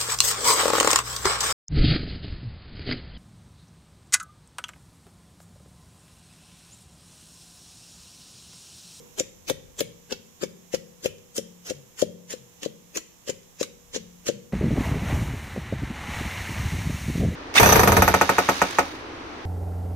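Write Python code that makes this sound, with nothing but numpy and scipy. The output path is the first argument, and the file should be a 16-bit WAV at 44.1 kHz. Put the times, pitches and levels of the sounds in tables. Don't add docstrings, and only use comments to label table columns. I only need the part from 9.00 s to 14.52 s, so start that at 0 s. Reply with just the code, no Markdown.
import sys
import numpy as np
from scipy import signal
from scipy.fft import rfft, irfft
from scipy.io import wavfile
from scipy.ndimage import uniform_filter1d

SR = 44100
rng = np.random.default_rng(int(sys.argv[2]) if len(sys.argv) > 2 else 0)


def inscribe(sig):
    pcm = np.round(np.clip(np.atleast_2d(sig).T, -1, 1) * 32767)
    wavfile.write(sys.argv[1], SR, pcm.astype(np.int16))


N = 243564
TIME = np.arange(N) / SR
GRID_HZ = np.linspace(0, SR / 2, 4097)


def from_db(db):
    return 10 ** (np.asarray(db) / 20)


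def rms_one(x):
    return x / np.sqrt(np.mean(x ** 2) + 1e-20)


def at_hz(points, hz, axis=1):
    points = np.array(points)
    return np.interp(np.log(np.maximum(hz, 1)), np.log(points[:, 0]), points[:, axis])


def dying(t, t60):
    return np.exp(-np.log(1000) * t / t60)


def sine(hz, t, turns=0):
    return np.sin(2 * np.pi * (hz * t + turns))


def filtered(x, order, hz, kind="low"):
    return signal.sosfilt(signal.butter(order, hz, kind, fs=SR, output="sos"), x)


def add(track, s, sound):
    start = max(round(s * SR), 0)
    track[..., start:start + sound.shape[-1]] += sound[..., :max(N - start, 0)]


def through(x, response):
    return signal.fftconvolve(np.atleast_2d(x), response, axes=-1)[:, :N]


def colour(left_db, right_db):
    cepstrum = irfft(np.log(from_db([left_db, right_db])))
    half = cepstrum.shape[1] // 2
    cepstrum[:, 1:half] *= 2
    cepstrum[:, half + 1:] = 0
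    return irfft(np.exp(rfft(cepstrum)))


# (time [s], relative level [dB])
RUMBLE_COURSE = [(0, -71), (0.65, -59), (1.3, -77), (2.2, -72), (3.5, -79), (4.4, -75), (4.85, -63),
                 (5.52, -70)]


def rumble(level_db, top_hz, shared):
    white = rng.standard_normal((2, N)) + shared * rng.standard_normal(N)
    deep = filtered(white, 2, [25, top_hz], "band")
    times, levels_db = np.transpose(RUMBLE_COURSE)
    return from_db(np.interp(TIME, times, levels_db) + level_db) * rms_one(deep)


# (frequency [Hz], left relative level [dB], right relative level [dB])
HISS_SPECTRUM = [(25.2, -94, -96), (133, -85, -83), (330, -93, -90), (580, -94.5, -94), (1050, -92, -93),
                 (1390, -99, -99), (3450, -101, -94.5), (4820, -108, -102), (5170, -101, -94),
                 (7000, -94, -89.5), (8780, -109, -101), (10060, -109, -101), (12160, -113, -93),
                 (14100, -112, -103), (14000, -109, -99.5)]


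def background(level_db):
    white = rng.standard_normal((2, N)) * np.sqrt(SR / 2)
    spectrum = colour(at_hz(HISS_SPECTRUM, GRID_HZ), at_hz(HISS_SPECTRUM, GRID_HZ, axis=2))
    hiss = from_db(level_db) * through(white, spectrum)
    return hiss + rumble(level_db=6.5, top_hz=96, shared=1.0) * from_db([[1.5], [-2.5]])


# (ratio to the bowl pitch [1], relative amplitude [1], t60 [s])
MORTAR_MODES = [(1.0, 1.684, 0.032), (.43, -0.79, 0.0094), (.53, -0.078, 0.04), (.19, -0.067, 0.013)]


def landing(level_db, hz, cushion_hz=560, spread_db=2.0, lowest_hz=55):
    t = TIME[:SR // 5]
    ring = np.zeros(len(t))
    for ratio, amplitude, t60 in MORTAR_MODES:
        strength = from_db(level_db + spread_db * rng.standard_normal())
        ring += strength * amplitude * sine(ratio * hz, t) * dying(t, t60)
    ring = filtered(ring, 2, lowest_hz, "high")
    return filtered(ring + 1e-18, 4, cushion_hz)


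# (frequency [Hz], relative level [dB], t60 [s])
KITCHEN_DECAY = [(70.6, 0, 0.19), (148, -1, 1), (288, -15.5, 0.48), (535, -18, 0.57), (1090, -23, 0.78),
                 (2670, -7, 0.38), (4000, -13.5, 0.46), (6500, -16.5, 0.55), (13800, -9, 0.088)]
# (frequency [Hz], level in the impulse response [dB], t60 [s])
STANDING_WAVES = [(220.5, -73, 1), (345.5, -71, 0.69), (389, -71, 0.53), (458, -66, 0.42),
                  (482, -74.5, 0.95), (517.5, -79.5, 0.76)]


def kitchen(build_s, count=16):
    t = TIME[:SR * 4 // 5]
    response = np.zeros((2, len(t)))
    build_up = 1 - np.exp(-(t / build_s) ** 2)
    edges = np.geomspace(55, 16000, count + 1)
    for low, high in zip(edges, edges[1:]):
        hz = np.sqrt(low * high)
        band = filtered(rng.standard_normal((2, len(t))), 2, [low, high], "band")
        band = rms_one(band * dying(t, at_hz(KITCHEN_DECAY, hz, axis=2)) * build_up)
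        width_gain = np.sqrt(2 * (high - low) / SR / len(t))
        response += from_db(at_hz(KITCHEN_DECAY, hz)) * band * width_gain
    for hz, level_db, t60 in STANDING_WAVES:
        response += from_db(level_db) * sine(hz, t, rng.random((2, 1))) * dying(t, t60)
    return response


def bowl_echoes(early_t60, late_t60, late_db, evenness, size=4096):
    t = TIME[:size]
    spectrum = rfft(rng.standard_normal((2, size)) * dying(t, early_t60))
    early = irfft(spectrum / np.abs(spectrum) ** evenness) * dying(t, late_t60)
    late = rng.standard_normal((2, size)) * dying(t, late_t60)
    paths = [rms_one(e) + from_db(late_db) * rms_one(l) for e, l in zip(early, late)]
    return np.array(paths) / np.sqrt(size)


# (burst time [s], burst relative level [dB], burst swelling time [s],
# squeeze lead before the burst [s], squeeze relative level [dB],
# relative woody crunch [dB], relative wet sizzle [dB])
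CRUSHED_PODS = [(0.1979, -18.5, 0.0028, 0.011, -32, -2.5, -4),
                (0.4989, -21.5, 0.0021, 0.011, -36.5, 8.5, 7), (0.8065, -22.5, 0.0025, 0.013, -37, 5, 9),
                (1.1243, -27.5, 0.0024, 0.014, -45, 8, 2), (1.4362, -24, 0.002, 0.012, -34.5, 1, -4),
                (1.7475, -27.5, 0.0053, 0.013, -39, 4, 0.5), (2.06, -27, 0.0051, 0.016, -37, 3.5, 2),
                (2.3801, -22, 0.0026, 0.014, -31, -3, 2), (2.701, -30, 0.0078, 0.032, -39.5, 0.5, -1),
                (3.0187, -24, 0.0044, 0.024, -35, -0.5, 1), (3.33, -32.5, 0.0057, 0.023, -35, 2, 1),
                (3.653, -33, 0.0059, 0.023, -39.5, 0.5, -7), (3.9729, -21.5, 0.0025, 0.014, -34.5, 2.5, 1),
                (4.2986, -25, 0.0044, 0.017, -35, -3, -9), (4.6301, -19, 0.0023, 0.021, -32.5, -3, -6.5),
                (4.961, -29, 0.01, 0.014, -30.5, -2, -18), (5.2838, -23.5, 0.006, 0.015, -33.5, 1, -4)]
# (time [s], relative level [dB])
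SKIN_SPLITS = [(2.6608, -39), (3.6324, -21.5), (4.2853, -25)]
SQUEEZE_RISE_S, SQUEEZE_RISE_SHARE, SQUEEZE_FALL_SHARE = 0.0054, 0.18, 0.73
SQUEEZE_CRUNCH_DB, SQUEEZE_SIZZLE_DB = 1.5, 4
BURST_FALL_SHARE = 0.72
SPLIT_S, SPLIT_CRUNCH_DB, SPLIT_SIZZLE_DB = 0.00033, -0.5, 2


def pod_stages():
    for s, burst_db, swell, lead, squeeze_db, crunch_db, sizzle_db in CRUSHED_PODS:
        rise = SQUEEZE_RISE_S + SQUEEZE_RISE_SHARE * lead
        fall = SQUEEZE_FALL_SHARE * lead
        yield s - lead, squeeze_db, rise, fall, crunch_db + SQUEEZE_CRUNCH_DB, sizzle_db + SQUEEZE_SIZZLE_DB
        yield s, burst_db, swell, BURST_FALL_SHARE * swell, crunch_db, sizzle_db
    for s, level_db in SKIN_SPLITS:
        yield s, level_db, SPLIT_S, SPLIT_S, SPLIT_CRUNCH_DB, SPLIT_SIZZLE_DB


def crushing(snaps_per_s, size_spread_db, juice_share, crunch_hz, sizzle_hz):
    t, out = TIME[:SR // 10], np.zeros((2, N))
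    middle = t[-1] / 2
    below = signal.butter(2, crunch_hz, fs=SR)
    between = signal.butter(1, [crunch_hz, sizzle_hz], "band", fs=SR)
    above = signal.butter(2, sizzle_hz, "high", fs=SR)
    for s, level_db, rise, fall, crunch_db, sizzle_db in pod_stages():
        sizes = from_db(size_spread_db * np.minimum(rng.exponential(1, len(t)), 4))
        sizes = sizes * rng.choice([-1, 1], len(t))
        snaps = rms_one(sizes * (rng.random(len(t)) < snaps_per_s / SR))
        juice = juice_share * rng.standard_normal(len(t))
        swell = np.exp(-np.abs(t - middle) / np.where(t < middle, rise, fall))
        pod = rms_one((snaps + juice) * swell) * np.sqrt(np.mean(swell ** 2))
        crunch = from_db(crunch_db) * signal.lfilter(*below, pod)
        sizzle = from_db(sizzle_db) * signal.lfilter(*above, pod)
        pod = signal.lfilter(*between, pod) - crunch - sizzle
        echoes = bowl_echoes(early_t60=0.0049, late_t60=0.067, late_db=-1.5, evenness=0.48)
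        add(out, s - middle, from_db(level_db) * through(pod, echoes))
    return out


# (frequency [Hz], relative level [dB])
CRACKLE_SPECTRUM = [(100, -10.5), (300, 1.5), (520, 3), (750, -6.5), (1000, -6), (1700, -2.5), (2400, -2.5),
                    (3100, 1), (4000, -4), (5500, -0.5), (7100, 3), (8000, -9.5), (11000, -11),
                    (15500, -16.5)]
# (frequency [Hz], left minus right [dB])
CRACKLE_LEAN = [(500, 14.5), (1000, 5), (1700, 7.5), (2400, -1.5), (3200, 1), (6000, -3.5), (7200, 2),
                (15000, -2)]


def out_of_bowl(pods, level_db):
    shape_db = at_hz(CRACKLE_SPECTRUM, GRID_HZ)
    lean_db = at_hz(CRACKLE_LEAN, GRID_HZ) / 2
    return from_db(level_db) * through(pods, colour(shape_db + lean_db, shape_db - lean_db))


# (time [s], relative knock level [dB], delay of second landing [s],
# relative level of second landing [dB], relative hum of the support [dB])
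PESTLE_BLOWS = [(0.2045, -12, 0.0036, -22.5, -61), (0.5035, -6.5, 0.0074, -10.5, -64),
                (0.8065, -10.5, 0.0068, -11, -54), (1.1167, -17, 0.0074, -20.5, -60.5),
                (1.43, -16.5, 0.0051, -11, -52.5), (1.7382, -9.5, 0.0059, -14, -52),
                (2.0571, -11.5, 0.01, -33, -59), (2.3825, -13.5, 0.009, -19, -48),
                (2.7059, -11, 0.0099, -18.5, -62.5), (3.024, -4, 0.01, -12, -44),
                (3.3368, -16.5, 0.008, -37, -59), (3.6598, -10.5, 0.00667, -22, -53.5),
                (3.9629, -20.5, 0.0048, -32, -64.5), (4.2922, -15.5, 0.0074, -16.5, -60.5),
                (4.6111, -10.5, 0.0104, -25, -57), (4.9613, -19, 0.0114, -23.5, -48),
                (5.288, -11, 0.0086, -10.5, -54)]
# (time [s], relative level [dB])
WALL_TOUCHES = [(2.047, -24.5), (3.631, -30), (4.2753, -30)]
BOWL_HZ, BOWL_HZ_PER_DB, USUAL_KNOCK_DB = 531.6, 4, -10.5


def knocks():
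    out = np.zeros(N)
    for s, first_db, delay, second_db, _ in PESTLE_BLOWS:
        hz = BOWL_HZ + BOWL_HZ_PER_DB * (first_db - USUAL_KNOCK_DB)
        add(out, s, landing(first_db, hz))
        add(out, s + delay, landing(second_db, hz))
    for s, level_db in WALL_TOUCHES:
        add(out, s, landing(level_db, BOWL_HZ))
    return out


# (frequency [Hz], relative level [dB], t60 [s])
SUPPORT_MODES = [(177.2, 1, 1.4), (216.8, 4, 0.5)]


def support(level_db, swell_s, damp_s):
    t, out = TIME[:SR // 2], np.zeros(N)
    starts = [blow[0] for blow in PESTLE_BLOWS]
    free_times = np.diff(starts + [N / SR + 1])
    for (s, _, _, _, hum_db), free_s in zip(PESTLE_BLOWS, free_times):
        hum = np.zeros(len(t))
        for hz, mode_db, t60 in SUPPORT_MODES:
            hum += from_db(mode_db) * sine(hz, t, rng.random()) * dying(t, t60)
        held = (1 - np.exp(-t / swell_s)) * np.exp(-np.maximum(t - free_s, 0) / damp_s)
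        add(out, s, from_db(hum_db + level_db) * hum * held)
    return out


def settling(level_db, ticks_per_s, settle_s):
    stirred = np.zeros(N)
    for blow in PESTLE_BLOWS:
        stirred += np.exp(-np.abs(TIME - blow[0]) / settle_s) * (TIME > blow[0])
    ticks = rng.random(N) < ticks_per_s * stirred / SR
    return from_db(level_db) * rng.standard_normal(N) * ticks


# (time [s], starting frequency [Hz], relative level [dB])
MORTAR_ROCKING = [(0.547, 137.6, -47), (0.851, 131, -46), (2.734, 152.2, -39.5), (3.38, 137.4, -47),
                  (5.331, 137, -42), (5.309, 214.5, -35)]


def rocking(swell_s, sag_per_s):
    t, out = TIME[:SR // 2], np.zeros(N)
    envelope = t / swell_s * np.exp(1 - t / swell_s)
    for s, hz, level_db in MORTAR_ROCKING:
        phase = 2 * np.pi * hz * np.cumsum(np.exp(-sag_per_s * t)) / SR
        add(out, s, from_db(level_db) * np.sin(phase) * envelope)
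    return out


def scene():
    response = kitchen(build_s=0.0064)
    pods = crushing(snaps_per_s=4500, size_spread_db=3.5, juice_share=0.56, crunch_hz=4450, sizzle_hz=8400)
    seeds = settling(level_db=-37.0, ticks_per_s=84, settle_s=0.06)
    seeds = through(seeds, bowl_echoes(early_t60=0.0024, late_t60=0.058, late_db=2, evenness=0.25))
    crackle = out_of_bowl(pods + seeds, level_db=5.5)
    knock = knocks()
    far_knock = from_db(-15.0) * np.interp(TIME - .0003, TIME, knock)
    direct = np.array([knock, far_knock]) + crackle
    hum = support(level_db=9, swell_s=0.013, damp_s=0.0084) + rocking(swell_s=0.03, sag_per_s=1.21)
    hum = hum * from_db([[0], [-5]])
    room = through(crackle + knock * from_db([[-1.5], [-5]]), response)
    earlier = through(landing(level_db=-13.5, hz=505), response)
    add(room, 0, earlier[:, SR // 10:])
    return direct + hum + room + background(level_db=1.5)


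def gain_control(x, threshold_db, slope, release_db_per_s, attack_s):
    power = uniform_filter1d(np.mean(x ** 2, axis=0), SR // 200)
    level_db = 10 * np.log10(np.maximum(power, 1e-12))
    cut_db = slope * np.maximum(level_db - threshold_db, 0)
    tilt_db = release_db_per_s * TIME
    cut_db = np.maximum.accumulate(cut_db + tilt_db) - tilt_db
    r = np.exp(-1 / (attack_s * SR))
    return x * from_db(-signal.lfilter([1 - r], [1, -r], cut_db))


def record(dry):
    held = gain_control(dry, threshold_db=-48.0, slope=0.16, release_db_per_s=13.5, attack_s=0.063)
    cutoff_hz = 15500
    return signal.sosfilt(signal.ellip(10, .2, 80, cutoff_hz, fs=SR, output="sos"), held)


dry = scene()
out = record(dry)
inscribe(out)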